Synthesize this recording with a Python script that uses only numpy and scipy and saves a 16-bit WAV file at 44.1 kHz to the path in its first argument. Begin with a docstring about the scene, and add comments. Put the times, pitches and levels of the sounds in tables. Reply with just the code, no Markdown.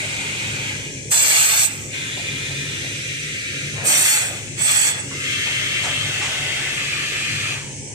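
"""A hand-worked pneumatic valve in a plant hall, heard at a phone's two microphone ports.
From the start machines hum, the hall rumbles, far leaks hiss and air streams in the lines until 0.7 s.
At 1.1 s the valve seat spits and an exhaust jet whistles in the outlet. Air streams from 1.9 to 3.7 s
as a glove scuffs the pipe. Two shorter blasts follow at 3.8 and 4.6 s; gain control ducks all three.
Air streams again from 5.1 to 7.5 s, with sharper scuffs near 6 s, then fades into the hall."""
import sys
import numpy as np
from scipy import signal
from scipy.fft import rfft, irfft, next_fast_len
from scipy.io import wavfile
from scipy.ndimage import uniform_filter1d, map_coordinates

SR = 44100
rng = np.random.default_rng(int(sys.argv[2]) if len(sys.argv) > 2 else 0)


def transcribe(signal):
    """Save signal, clipped to [-1, 1], as a 16-bit WAV file at the path in sys.argv[1]."""
    frames = np.atleast_2d(signal).T
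    limited = np.clip(frames, -1, 1)
    pcm = np.round(limited * 32767).astype(np.int16)
    wavfile.write(sys.argv[1], SR, pcm)


N = 350154
FRAME, OVERLAP = 512, 384  # samples
BIN_HZ = np.fft.rfftfreq(FRAME, 1 / SR)[:, None]
FRAME_S = signal.stft(np.zeros(N), SR, nperseg=FRAME, noverlap=OVERLAP)[1]
SAMPLE_S = np.arange(N) / SR


def amp(db):
    return 10 ** (np.asarray(db) / 20)


def unit_rms(x):
    return x / np.sqrt(np.mean(np.abs(x) ** 2) + 1e-20)


def at_hz(points, hz):
    f, values = np.transpose(points)
    return np.interp(np.log(hz + 1), np.log(f + 1), values)


def at_time(points, t):
    return np.interp(t, *np.transpose(points))


def colour(spectrum):
    return unit_rms(amp(at_hz(spectrum, BIN_HZ)))


def filtered(x, response):
    size = next_fast_len(N + SR // 2)
    hz = np.fft.rfftfreq(size, 1 / SR)
    return irfft(rfft(x, size) * response(hz), size)[..., :N]


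def smooth_random(x, span, step):
    """Spline through random knots, step apart, read at x."""
    knots = rng.standard_normal(int(span / step) + 4)
    return map_coordinates(knots, [x / step])


def random_field(bins, frames):
    """Smooth random values over frequency and time, rms 1."""
    noise = rng.standard_normal((len(BIN_HZ), len(FRAME_S)))
    return unit_rms(uniform_filter1d(uniform_filter1d(noise, bins, 0), frames, 1))


# Port imbalance: f/Hz, left over right/dB
PORT_BALANCE = [(60, 2), (400, 0.5), (750, 3.5), (1050, 5), (1400, 4.5), (1800, 2.5), (2400, 2),
                (3300, 0.5), (4400, 0.5), (7000, 0.5), (8600, -7), (10000, -6.5), (12000, -2), (14000, 3)]
# Likeness of the ports, near and far sources: f/Hz, coherence
NEAR_COHERENCE = [(300, 0.83), (1500, 0.47), (4000, 0.61), (6000, 0.61), (14000, 0.86)]
FAR_COHERENCE = [(60, 0.96), (300, 0.87), (700, 0.32), (1300, 0.057), (14000, 0.022)]
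# Valve direction: t/s, left lag/ms
VALVE_LAG = [(0, 0.24), (3, 0.24), (4, 0.18), (5.5, 0.18), (6.5, 0.12), (7.94, 0.099)]


def port_noise(gain, near, patch_db, ripple_db, ripple_frames=300):
    """Stereo noise shaped by gain, with shared drifting patches and a ripple per port."""
    a, b = signal.stft(rng.standard_normal((2, N)), nperseg=FRAME, noverlap=OVERLAP)[2]
    coherence = at_hz(NEAR_COHERENCE if near else FAR_COHERENCE, BIN_HZ)
    angle = np.arccos(coherence) / 2
    mid, side = np.cos(angle) * a, np.sin(angle) * b
    lag_s = at_time(VALVE_LAG, FRAME_S) / 1000 if near else 0
    shift = np.exp(1j * np.pi * BIN_HZ * lag_s) * amp(-at_hz(PORT_BALANCE, BIN_HZ) / 2)
    patches = amp(patch_db * random_field(bins=6, frames=24))
    left = (mid + side) / shift * amp(ripple_db * random_field(bins=2, frames=ripple_frames))
    right = (mid - side) * shift * amp(ripple_db * random_field(bins=2, frames=ripple_frames))
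    spectra = gain * patches * np.array([left, right])
    return signal.istft(spectra, nperseg=FRAME, noverlap=OVERLAP)[1][:, :N]


def fine_ripple(hz, step_hz, depth_db):
    """Fine spectral ripple that gives the noise a faint ring; differs per port above the bass."""
    shared = smooth_random(hz, SR / 2, step_hz)
    own = smooth_random(hz, SR / 2, step_hz)
    angle = np.arctan(hz / 500) / 2
    return amp(depth_db * (np.cos(angle) * shared + np.outer([1, -1], np.sin(angle) * own)))


# Phase spread between ports: f/Hz, spread/rad
PHASE_SPREAD = [(500, 0.055), (2000, 0.57), (4500, 0.9), (7000, 1.98)]


def phase_scatter(hz, step_hz=90):
    """Above the bass the two ports' phases part at random."""
    phase = at_hz(PHASE_SPREAD, hz) * smooth_random(hz, SR / 2, step_hz)
    return np.exp(1j * np.outer([.5, -.5], phase))


def peaks_and_notches(x, peaks, pose_edges_s, ripple_db, fade_s):
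    """Colours x with peaks, notches and a fine ripple that change from pose to pose."""
    out = 0
    for start, end in zip(pose_edges_s, pose_edges_s[1:]):
        active = [row[:4] for row in peaks if row[4] < (start + end) / 2 < row[5]]

        def response(hz):
            peaks_db = sum(np.outer(port_db, np.exp(-2 * ((hz - centre_hz) / width_hz) ** 2))
                           for centre_hz, width_hz, *port_db in active)
            return amp(peaks_db) * fine_ripple(hz, step_hz=30, depth_db=ripple_db) * phase_scatter(hz)

        inside_s = np.minimum(SAMPLE_S - start if start else 1, end - SAMPLE_S)
        crossfade = np.clip(inside_s / fade_s + .5, 0, 1)
        out = out + filtered(crossfade * x, response)
    return out


# Machine tones: f/Hz, width/Hz, relative level/dB
HUM_TONES = [(91.6, 2.9, -16), (104.7, 6.3, 0), (122, 2, -7), (137.7, 4.4, -1.5), (148.25, 3.5, -1.5)]
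# Hum swells: t/s, level/dB
HUM_SWELLS = [(0, -40.5), (.6, -34.5), (1.02, -40.5), (1.8, -39), (2.15, -39), (2.35, -36.5), (3.15, -36),
              (3.41, -43), (3.62, -35), (4.45, -37), (5, -37), (5.37, -39.5), (5.6, -34.5), (6.55, -35.5),
              (6.8, -40.5), (7.2, -38.5), (7.32, -34), (7.94, -40.5)]


def machine_hum(hall_noise, evenness=0.23):
    """Wavering machine tones: narrow noise bands, their swells partly evened out."""
    total = 0
    for centre_hz, width_hz, db in HUM_TONES:
        tone = unit_rms(filtered(hall_noise, lambda hz: 1 / (1 + (2 * (hz - centre_hz) / width_hz) ** 2)))
        envelope = np.abs(signal.hilbert(tone.mean(axis=0), next_fast_len(N))[:N])
        total = total + amp(db) * unit_rms(tone / (envelope + 0.37) ** evenness)
    return amp(at_time(HUM_SWELLS, SAMPLE_S)) * unit_rms(total)


# Hall rumble: f/Hz, density/dB
RUMBLE_SPECTRUM = [(15, -55), (25, -29), (50, -12), (64, -5.5), (170, -3), (240, -2.5), (310, -4),
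                   (590, -7.5), (680, -24), (900, -26), (1050, -38), (1300, -55), (1700, -60), (2900, -120)]


def hall_rumble(hall_noise, level_db=-38.5, wander_db=1, wander_per_s=2.39):
    """Low noise with a faint ring; the level wanders."""
    def response(hz):
        return amp(at_hz(RUMBLE_SPECTRUM, hz)) * fine_ripple(hz, step_hz=12, depth_db=2.5)

    rumble = unit_rms(filtered(hall_noise, response))
    wander = smooth_random(SAMPLE_S, N / SR, 1 / wander_per_s)
    return amp(level_db + wander_db * wander) * rumble


# Steady leaks, flow-driven leak: f/Hz, density/dB
LEAK_SPECTRUM = [(2500, -61), (3800, -35), (4400, -14), (5200, -6), (6000, 0.5), (7000, 0), (8600, -4),
                 (9300, -11.5), (11000, -25), (12700, -44), (14400, -36)]
FIZZ_SPECTRUM = [(3000, -60), (4400, -10), (5200, -5), (6000, 1), (7000, 0), (8600, -4), (9300, -7),
                 (11000, -13.5), (12700, -17.5), (14400, -22)]


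def far_leaks(steady_db=-37, fizz_re_flow_db=-8.5):
    """Far leaks hiss steadily; one more follows the line flow."""
    steady = amp(steady_db) * colour(LEAK_SPECTRUM)
    fizz = amp(fizz_re_flow_db) * line_flow(FRAME_S) * colour(FIZZ_SPECTRUM)
    hiss = port_noise(np.hypot(steady, fizz), near=False, patch_db=0.7, ripple_db=2.5)
    return filtered(hiss, lambda hz: fine_ripple(hz, step_hz=24, depth_db=2.5))


# Spells of flow: start/s, rise/s, stop/s, level/dB, fade/(dB/s)
FLOW_SPELLS = [(-.3, .1, 0.7, -28, 55), (1.9, 0.053, 3.68, -30, 15), (5.06, 0.26, 7.52, -24.5, 104)]


def line_flow(t, sag_db_per_s=0.3, trickle_db=-53):
    """Gain of the streaming air: rises, sags, fades at cut-off to a trickle."""
    total = amp(trickle_db)
    for start, rise, stop, db, fade_db_per_s in FLOW_SPELLS:
        loss_db = sag_db_per_s * (t - start) + fade_db_per_s * np.maximum(t - stop, 0)
        total = total + np.clip((t - start) / rise, 0, 1) * amp(db - loss_db)
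    return total


# Line hiss, throaty band: f/Hz, density/dB
LINE_SPECTRUM = [(700, -106), (1200, -7.5), (1500, -6), (2000, 1.5), (2500, 3), (3200, -1.5), (4000, -4.5),
                 (4500, -9), (5200, -13.5), (6800, -51), (11400, -120)]
THROAT_SPECTRUM = [(320, -12.5), (550, -0.5), (700, -5), (900, -0.5), (1200, -0.5), (1500, -4.5),
                   (1950, -31), (3300, -120)]
# Throaty band: t/s, level over hiss/dB
THROAT_LEVEL = [(0, -14), (.8, -15), (1.9, -19), (2.5, -18.5), (2.88, -21), (2.96, -32), (3.15, -49),
                (3.72, -40), (3.78, -6), (4.45, -14), (5.2, -32), (5.45, -21), (5.8, -15), (6.15, -15),
                (6.4, -12.5), (7.4, -19), (7.94, 1.5)]
# Peaks and notches that colour the stream: f/Hz, width/Hz, left/dB, right/dB, from/s, until/s
STREAM_PEAKS = [(1194, 180, -6.5, -10, 0.5, 6.8), (973, 140, -8.5, -3, 5.5, 7.2),
                (1464, 52, -9, -5, 6.5, 9.4), (1583, 62, 4, -4, 1, 5.7), (1755, 87, 3, -2.5, 0.5, 8),
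                (2073, 69, 5.5, 6, 5, 7), (2370, 200, 5, 4.5, -1, .7), (1790, 90, -6, -6, -1, 1.4),
                (4030, 100, 3, 3, -1, 3.7), (3320, 120, 3, 3, -1, .7), (2900, 200, 3, 4, .7, 1.4),
                (2164, 150, 3, -0.5, 0, 5.7), (3580, 160, 5.5, 5, 1.5, 2.8), (1470, 65, -7, -10, 1, 2.8),
                (2383, 130, 5.5, 7.5, 1, 4.2), (2400, 90, 3, 4, 6.8, 7.6), (2550, 90, 6, 6, 6.8, 8),
                (3010, 82, 4, 3.5, 7, 8), (2230, 100, 2, 3, 7.5, 8), (3790, 190, 1.5, 1.5, 5.5, 7.6),
                (1190, 140, 8, 14, 5, 6), (840, 200, 4, 4, 0.5, .6), (1160, 260, -3.5, -6, 0, .5),
                (3750, 300, -5, -3, 7, 8), (1980, 180, -3, -1, 7, 8), (1700, 120, 2, 3, 5.5, 8),
                (2540, 120, -1.5, -3.5, 5.5, 8), (2655, 62, 7, -1, 5, 6.8), (2970, 150, -3, -2.5, -2, 4.1),
                (2890, 67, -0.5, -5, 5.5, 8), (3300, 100, 5, 5, 1.9, 3.7), (3190, 200, 8, 8, 5.1, 6.8),
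                (3950, 160, -3, -3, 6.1, 6.8), (3480, 120, 3, 3, 5.1, 7.6), (2816, 79, 4.5, 2, 5, 6.8),
                (4280, 120, -5, -4, 1.5, 3.5), (4570, 300, 3.5, 2.5, 6, 9.4)]
# Phone pose edges: t/s
STREAM_POSES = [0, .7, 1.4, 2.1, 2.75, 3.4, 4.1, 4.8, 5.25, 6.05, 6.75, 7.6, 8.2]


def air_stream(faint_db=-34.5, thin_hz=1230, thin_octaves=0.25, thin_db_per_db=1.7, lean_db_per_db=0.91):
    """Air rushing through the lines; below faint_db it loses its low edge and leans left."""
    def shortfall(t):
        return np.maximum(amp(faint_db) / line_flow(t), 1)

    low_edge = np.exp(-(np.log2((BIN_HZ + 1) / thin_hz) / thin_octaves) ** 2 / 2)
    thinning = shortfall(FRAME_S) ** (-thin_db_per_db * low_edge)
    throat = amp(at_time(THROAT_LEVEL, FRAME_S)) * colour(THROAT_SPECTRUM)
    gain = line_flow(FRAME_S) * thinning * np.hypot(colour(LINE_SPECTRUM), throat)
    air = port_noise(gain, near=True, patch_db=1.2, ripple_db=.5)
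    lean = shortfall(SAMPLE_S) ** (lean_db_per_db * np.array([[.5], [-.5]]))
    return peaks_and_notches(air * lean, STREAM_PEAKS, STREAM_POSES, ripple_db=3.0, fade_s=0.14)


# Glove on pipe, air spits at the seat: t/s, level/dB, low f/Hz, high f/Hz, rise/s, t60/s
GLOVE_SCUFFS = [(0.0101, -34, 500, 680, 0.017, 0.41), (2.165, -30.5, 540, 900, 0.0074, 0.22),
                (3.82, -23.5, 160, 690, 0.047, 1), (4.22, -40, 230, 262, 0.035, 0.28),
                (2.49, -38, 500, 820, .01, 0.17), (2.83, -38, 500, 800, .012, 0.26),
                (4.2, -28.5, 510, 760, 0.043, 0.59), (5.83, -30, 460, 895, 0.017, .5),
                (7.52, -35, 510, 830, .015, 0.2), (5.11, -33, 980, 1402, .008, 0.14),
                (5.46, -32.5, 440, 1200, 0.011, 0.32), (5.83, -22.5, 480, 3600, 0.011, 0.39),
                (6.205, -23, 530, 3600, 0.01, 0.6), (5.83, -23.5, 5700, 8600, 0.012, 0.33),
                (6.215, -25.5, 5200, 8500, 0.011, 0.48)]
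SEAT_SPITS = [(1.114, -24, 1100, 3000, .003, .25), (1.128, -25, 10500, 14000, .006, .15)]


def scuffs_and_spits():
    """Glove bumps and scuffs, and the spit as the seat breaks open: short bursts of band noise."""
    out = np.zeros((2, N + SR))
    t = np.arange(SR // 2) / SR
    for start_s, db, low_hz, high_hz, rise_s, t60_s in GLOVE_SCUFFS + SEAT_SPITS:
        band = signal.butter(3, [low_hz, high_hz], "band", fs=SR, output="sos")
        shared, *own = rng.standard_normal((3, len(t)))
        noise = unit_rms(signal.sosfilt(band, shared + 0.79 * np.array(own)))
        envelope = amp(db - 60 * t / t60_s) * (1 - np.exp(-t / rise_s))
        first = round(start_s * SR)
        out[:, first:first + len(t)] += envelope * noise
    return out[:, :N]


# Blasts: open/s, rise/s, shut/s, fall/s, jet/dB, whistle/dB, roar/dB,
# whistle first f/Hz, last f/Hz, width/Hz, mid-blast swell/dB
EXHAUST_BLASTS = [(1.111, 0.013, 1.645, 0.048, -10, -21, -18.5, 8200, 8050, 450, 4),
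                  (3.84, 0.045, 4.1, 0.16, -11.5, -18, -17, 8600, 8400, 380, 2),
                  (4.565, 0.15, 4.87, 0.055, -12.5, -22, -18, 8100, 8040, 300, 0)]
# Bright jet, lower roar: f/Hz, density/dB
JET_SPECTRUM = [(2120, -40), (3600, -13.5), (3810, -18.5), (4410, -12.5), (5220, -16.5), (7180, -6),
                (7880, -4), (10500, -23.5), (14400, -13.5)]
ROAR_SPECTRUM = [(150, -42), (300, -21.5), (600, -9), (1100, -7.5), (1800, -2), (2500, 3.5), (3500, -6),
                 (4200, -10.5), (5500, -11), (8800, -120)]
# Peaks and notches that colour each blast: f/Hz, width/Hz, left/dB, right/dB, from/s, until/s
BLAST_PEAKS = [(860, 115, 2, 4, 0, 8), (1030, 114, -6.5, -6, -0.5, 8), (1470, 90, -3, -4, 0.5, 3),
               (1900, 180, 3, 3, 4, 8), (2810, 99, 4.5, 1, 0, 3), (5190, 70, -12, -12, 1, 3),
               (4760, 130, -8, -10, -0.5, 3), (4200, 100, -5, -5, 0, 3), (4980, 83, 3.5, 2, 0, 3),
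               (1640, 230, 2, 2, 0, 3), (3000, 90, -5, -7, 0, 3), (2860, 130, -5, -5, 3, 8),
               (3560, 200, 6, 0.5, -1, 3), (3400, 350, 8, 2, 3.5, 8), (3810, 170, -12, -8, -0.5, 3),
               (3700, 90, -10, -10, 3, 8), (4080, 80, -7, -7, 3, 8), (4240, 100, 5, 3, 2.5, 8),
               (4040, 110, 5.5, 4, 0, 3), (4410, 130, 5, 0.5, 0, 8), (4670, 80, -9, -6, 3, 8),
               (4850, 70, -7, -5, 3.5, 8), (5120, 160, -15, -15, 2.9, 5.3), (5210, 130, -16, -16, 5.3, 8),
               (3900, 80, -8, -8, 5.3, 8), (5780, 70, -8, -8, 2.5, 8), (5530, 120, 7, 3, 3, 8),
               (5870, 130, 8.5, 8, 3, 8), (4750, 80, 4.5, 5, 2.5, 8), (6200, 200, 6, 1, 3, 8),
               (6230, 140, -2, -2, 0, 4), (6460, 150, 6, 5.5, -1, 3), (7300, 170, -9, -6, -1, 3),
               (7200, 200, -6, -7, 5.3, 8), (7660, 130, -8, 3, -1, 2.9), (7990, 98, 8, 9, -1, 2.9),
               (7930, 110, 12, 12, 5.3, 8), (7600, 150, 5, 3, 5.3, 8), (8420, 130, 5, 5, 5.3, 8),
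               (8400, 200, -7, -7, -1, 2.9), (8720, 130, 5, 5, -1, 2.9), (8310, 110, 5, 7, 2.9, 5.3),
               (8590, 110, 5, 7, 2.9, 3.9), (7300, 150, 4, 3, 2.9, 5.3), (9280, 180, 6.5, -11, -1, 8),
               (9540, 120, -6, -6, -1, 8), (12200, 3300, -4, -3.5, 5.3, 8), (624, 270, 2.5, 4, 0.5, 3),
               (8140, 110, -5, -3, 5.3, 8), (6530, 300, 2, 1.5, 0, 3)]
# Phone pose edges: t/s
BLAST_POSES = [0, 1.3, 1.5, 2.9, 4.05, 4.5, 8]


def exhaust(half_open_db=5.5, bleed_db_per_s=92, bleed_hz=8040):
    """Turbulent jet; the outlet cavity sings a broad whistle, keenest with the valve half open."""
    t, gain = FRAME_S, 0
    for (opens, rise, shuts, fall, jet_db, whistle_db, roar_db,
         first_hz, last_hz, width_hz, swell_db) in EXHAUST_BLASTS:
        closed = shuts + fall
        gap = np.clip(np.minimum((t - opens) / rise, 1 - (t - shuts) / fall), 0, 1)
        progress = np.clip((t - opens) / (closed - opens), 0, 1)
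        swell = amp(swell_db * np.sin(np.pi * progress) ** 2)
        # trapped pressure bleeds off as the valve shuts
        bleed = (t > shuts) * (1 - gap) * amp(-bleed_db_per_s * np.maximum(t - closed, 0))
        whistle_hz = np.interp(t, [opens + rise, shuts, closed], [first_hz, last_hz, bleed_hz])
        cavity = unit_rms(1 / (1 + ((BIN_HZ - whistle_hz) / width_hz) ** 2))
        drive = gap ** 1.04 * amp(half_open_db * np.sin(np.pi * gap))
        whistle = amp(whistle_db) * (drive + amp(-11.5) * bleed) * cavity
        jet = amp(jet_db) * (gap ** 1.27 + amp(-20) * bleed) * colour(JET_SPECTRUM)
        roar = amp(roar_db) * (gap + amp(-9) * bleed) * colour(ROAR_SPECTRUM)
        gain = gain + swell * np.sqrt(whistle ** 2 + jet ** 2 + roar ** 2)
    eddies_db = 0.64 * random_field(bins=120, frames=4) + 1.02 * random_field(bins=120, frames=24)
    air = port_noise(gain * amp(eddies_db), near=True, patch_db=0.66, ripple_db=2.5, ripple_frames=40)
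    return peaks_and_notches(air, BLAST_PEAKS, BLAST_POSES, ripple_db=2.5, fade_s=.1)


def scene():
    """Valve and line air over the sounds of the hall."""
    air = exhaust() + air_stream() + far_leaks()
    hall_noise = port_noise(gain=1, near=False, patch_db=0.9, ripple_db=0.5)
    return air + machine_hum(hall_noise) + hall_rumble(hall_noise) + scuffs_and_spits()


# Phone's treble edge: f/Hz, gain/dB
TREBLE_EDGE = [(14200, 0), (14300, -36), (15500, -65)]


def record(dry, knee_db=-21, duck_db_per_db=0.46, smoothing_s=0.012, ceiling=0.71, cutoff_hz=15531):
    """Gain control ducks loud passages, peaks round off, the treble ends steeply."""
    pole = np.exp(-1 / (smoothing_s * SR))
    power = signal.lfilter([1 - pole], [1, -pole], np.mean(dry ** 2, axis=0))
    ducked = dry * (1 + power / amp(knee_db) ** 2) ** (-duck_db_per_db / 2)
    rounded = ducked / (1 + np.abs(ducked / ceiling) ** 4) ** (1 / 4)
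    return filtered(rounded, lambda hz: amp(at_hz(TREBLE_EDGE, hz)) * (hz < cutoff_hz))


dry = scene()
out = record(dry)
transcribe(out)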